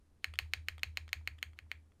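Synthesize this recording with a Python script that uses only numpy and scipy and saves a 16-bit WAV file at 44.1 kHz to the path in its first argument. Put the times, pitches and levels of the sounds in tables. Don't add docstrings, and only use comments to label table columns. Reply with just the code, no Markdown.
import sys
import numpy as np
from scipy import signal
from scipy.fft import rfft, irfft
from scipy.io import wavfile
from scipy.ndimage import uniform_filter1d

SR = 44100
rng = np.random.default_rng(int(sys.argv[2]) if len(sys.argv) > 2 else 0)


def wav_out(sig):
    wavfile.write(sys.argv[1], SR, np.round(np.clip(np.atleast_2d(sig).T, -1, 1) * 32767).astype(np.int16))


N = 88200

# freq_hz, density_db
ROOM_TONE_EQ = [(20, 0.5), (45, 3), (100, -5), (160, -9.5), (300, -11.5), (500, -18), (1000, -24),
                (3000, -33), (11000, -36.5), (13000, -44), (16000, -46.5)]
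# pitch_hz, level_db
HUM_PARTIALS = [(79, -71), (135, -92.5), (215, -87), (291, -85)]
# freq_hz, density_db
RUB_EQ = [(300, -31.5), (1200, -2), (2200, -2), (3800, -2), (6000, -16), (14000, -20)]
# start_s, clack_db, tilt_db_per_octave, snap_db, case_db, boom_db
STROKES = [(.2438, -1.5, 0.5, -2, -1, -2), (0.3891, 0, 1, 0, 6.5, 2.5), (0.5361, 0, 0, 0.5, -0.5, 1.5),
           (0.6853, -3, 0, 0.5, -7.5, -2), (0.833, -1.5, 0, 1.5, 2.5, 2.5), (0.9726, -3, -0.2, 1, 0.5, -3),
           (1.1306, -2, 0.5, 0.5, 1, 0.5), (1.2753, -4.5, -0.5, -2, -5.5, -1.5),
           (1.4283, -4.5, 0, -2.5, -6.5, -4.5), (1.5893, -15, -1.7, -6, -14.5, -6.5),
           (1.716, -7, -0.9, -5.5, -11, -9.5)]
# pitch_hz, level_db, t60_s
BAR_DOWN_MODES = [(557, -42, 0.0067), (1230, -36, 0.012), (1716, -23.5, 0.007), (2217, -18, 0.0082),
                  (2711, -21, 0.0069), (3020, -27, 0.013), (4234, -28, 0.012), (5370, -37.5, 0.0066),
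                  (6370, -36, 0.0047), (6762, -36.5, 0.009), (8580, -37, 0.0023), (10225, -50, 0.0081),
                  (13400, -31, 0.0018)]
# pitch_hz, level_db, t60_s
CASE_MODES = [(560, -1.5, 0.014), (780, 3, .018), (1130, -0.5, .014)]
# pitch_hz, level_db, t60_s
DESK_MODES = [(42, -13, .4), (78.4, 5, 0.6), (102.7, -10.5, 0.37)]
# start_s, level_db
RETURNS = [(.3385, -0.5), (.7811, -4.5), (1.0797, -7.5), (1.3840, -15), (1.5333, -17.5), (1.9203, -23.5)]
# pitch_hz, level_db, t60_s
BAR_UP_MODES = [(560, -2, 0.007), (1240, 1.5, .011), (2130, 4, 0.0085), (2750, 0, .008), (3314, -6, 0.029),
                (4400, -11.5, 0.026), (6480, -13.5, 0.0089), (8610, -15, .008), (13000, -15, .004)]
# start_s, level_db
RATTLES = [(.3503, -13), (.3565, 1.5), (.7942, -0.5), (1.0913, 2), (1.3875, -2.5)]
# pitch_hz, level_db, t60_s
WIRE_MODES = [(1850, -3.5, 0.0085), (3270, -1.5, 0.0064), (5200, -12.5, .005), (7100, -16.5, .006),
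              (11500, -22.5, .003)]
# start_s, level_db
TOUCHES = [(.459, -1), (1.211, 1.5), (1.561, -10), (1.665, -5)]
# pitch_hz, level_db, t60_s
CAP_MODES = [(666, -2.5, .03), (950, 5.5, 0.022), (1310, 2, 0.018)]
# delay_s, level_db
DESK_ECHOES = [(.0022, -28), (.0098, -25)]
# freq_hz, level_db
NEAR_EQ = [(200, -8), (800, -11.5), (1300, -9), (2200, -23), (3600, -16), (4600, -18.5), (9000, -15),
           (13300, -18)]
# freq_hz, t60_s
NEAR_DECAY = [(300, 0.047), (2000, 0.037), (12000, 0.025)]
# freq_hz, level_db
ROOM_EQ = [(200, -7.5), (600, -12.5), (1200, -17), (2100, -17), (2900, -21), (3600, -17), (4600, -19),
           (6800, -16.5), (10000, -13.5), (13300, -21.5)]
# freq_hz, t60_s
ROOM_DECAY = [(200, 0.22), (1000, 0.19), (2200, 0.19), (5000, 0.22), (13000, 0.22)]
# freq_hz, gain_db
MIC_EQ = [(20, -0.5), (13800, 0), (15000, -9), (16000, -8.5), (17000, -17)]

ROOM_TONE_DB, RUB_DB, CLACK_DB, CASE_DB, DESK_DB = -70, -74, 1, -55.5, -46.5
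RETURN_DB, RATTLE_DB, TOUCH_DB = -45.5, -47.5, -69


def amp(db):
    return 10 ** (np.asarray(db) / 20)


def curve(points, hz):
    f, value = np.transpose(points)
    return np.interp(np.log(hz + 1), np.log(f + 1), value)


def equalise(sound, eq):
    size = sound.shape[-1]
    return irfft(rfft(sound) * amp(curve(eq, np.fft.rfftfreq(size, 1 / SR))), size)


def add(mix, start_s, sound):
    part = mix[..., max(round(start_s * SR), 0):][..., :sound.shape[-1]]
    part += sound[..., :part.shape[-1]]


def click(gain):
    log_gain = np.log(np.r_[gain, gain[-2:0:-1]] + 1e-7)
    return np.fft.ifft(np.exp(np.conj(signal.hilbert(log_gain)))).real[:len(gain)]


def strike(modes, tilt_db=0, snap_db=0, chatter_db=-6, chatter_t60_s=0.016, size=4096):
    t, hz = np.arange(size) / SR, np.fft.rfftfreq(size, 1 / SR)
    pivot_hz, knee_hz, snap_hz, snap_octaves, blur_hz = 2170, 400, 4850, 0.45, 894
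    octaves = np.log2((hz + knee_hz) / (pivot_hz + knee_hz))
    snap_band = np.exp(-(np.log2((hz + 1) / snap_hz) / snap_octaves) ** 2)
    spot_db = 0.79 * rng.standard_normal(len(modes))
    ring = sum((-1) ** k * amp(db + spot_db[k] - 60 * t / t60) * np.sin(2 * np.pi * f * t)
               for k, (f, db, t60) in enumerate(modes))
    spectrum = abs(rfft(ring)) * amp(tilt_db * octaves + snap_db * snap_band)
    blurred = np.sqrt(abs(uniform_filter1d(spectrum ** 2, round(blur_hz * size / SR))))
    grains = rng.standard_normal(size) * amp(-60 * t / chatter_t60_s)
    grains *= amp(chatter_db) / np.linalg.norm(grains)
    fizz = click(blurred * amp(4.5 * octaves))
    chatter = signal.fftconvolve(grains, fizz)[:len(hz)]
    return np.array([click(spectrum), click(blurred)]) + chatter


def knocks(cues, modes, fader_db):
    out = np.zeros((2, N))
    for start_s, db in cues:
        add(out, start_s, amp(fader_db + db) * strike(modes))
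    return out


def room_tone():
    t = np.arange(N) / SR
    noise = equalise(rng.standard_normal(N), ROOM_TONE_EQ)
    hum = sum(amp(db) * np.sqrt(2) * np.sin(2 * np.pi * (hz * t + rng.random()))
              for hz, db in HUM_PARTIALS)
    return amp(ROOM_TONE_DB) * noise / noise.std() + hum


def stem_rub(travel_s=0.023):
    out = np.zeros(N)
    swell = np.sqrt(np.linspace(0, 1, round(travel_s * SR)))
    for start_s, *_ in STROKES:
        rub = equalise(rng.standard_normal(8192), RUB_EQ)
        add(out, start_s - travel_s, amp(RUB_DB) * rub[:len(swell)] / rub.std() * swell)
    return out


def bar_clack():
    out = np.zeros((2, N))
    for start_s, db, tilt_db, snap_db, *_ in STROKES:
        clack = strike(BAR_DOWN_MODES, tilt_db, snap_db, chatter_db=-15, chatter_t60_s=0.011)
        add(out, start_s, amp(CLACK_DB + db) * clack)
    return out


def case_knock(delay_s=0.006096):
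    cues = [(start_s + delay_s, case_db) for start_s, *_, case_db, _ in STROKES]
    return knocks(cues, CASE_MODES, CASE_DB)


def desk_boom(delay_s=0.02675, rise_s=0.014):
    t, out = np.arange(SR) / SR, np.zeros(N)
    ring = sum(amp(db - 60 * t / t60) * np.sin(2 * np.pi * hz * t) for hz, db, t60 in DESK_MODES)
    boom = ring * np.minimum(t / rise_s, 1)
    for start_s, *_, boom_db in STROKES:
        add(out, start_s + delay_s, amp(DESK_DB + boom_db) * boom)
    return out


def bar_return():
    return knocks(RETURNS, BAR_UP_MODES, RETURN_DB)


def wire_rattle():
    return knocks(RATTLES, WIRE_MODES, RATTLE_DB)


def finger_touch():
    return knocks(TOUCHES, CAP_MODES, TOUCH_DB)


def tail(level_db, t60_s, delay_s, size=256):
    hz, t, bands = signal.stft(rng.choice([-1., 1.], SR // 2), SR, nperseg=size)
    decay_s = t60_s(hz)[:, None]
    unit_energy = np.sqrt(2 * np.log(1000) / (decay_s * SR))
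    bands = bands * amp(level_db(hz)[:, None] - 60 * t / decay_s) * unit_energy
    out = np.zeros(N)
    add(out, delay_s, signal.istft(bands, SR, nperseg=size)[1])
    return out


def room_reverb(send, late_hz=2250, late_width_hz=400):
    response = tail(lambda hz: curve(NEAR_EQ, hz), lambda hz: curve(NEAR_DECAY, hz), delay_s=0.003)
    response += tail(lambda hz: curve(ROOM_EQ, hz), lambda hz: curve(ROOM_DECAY, hz), delay_s=0.0064)
    response += tail(lambda hz: -20.5 - 20 * np.log10(1 + (2 * (hz - late_hz) / late_width_hz) ** 2),
                     t60_s=lambda hz: np.full(len(hz), 0.15), delay_s=0.036)
    for delay_s, db in DESK_ECHOES:
        add(response, delay_s, amp([db]))
    return signal.fftconvolve(send, response)[:N]


def scene():
    keyboard = bar_clack() + case_knock() + bar_return() + wire_rattle() + finger_touch()
    direct, send = keyboard + stem_rub()
    return (direct + room_reverb(send) + desk_boom() + room_tone())[None]


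def record(dry, cutoff_hz=16800):
    low_pass = signal.firwin(255, cutoff_hz, window=("kaiser", 9), fs=SR)
    return signal.oaconvolve(equalise(dry, MIC_EQ), low_pass[None], "same")


dry = scene()
out = record(dry)
wav_out(out)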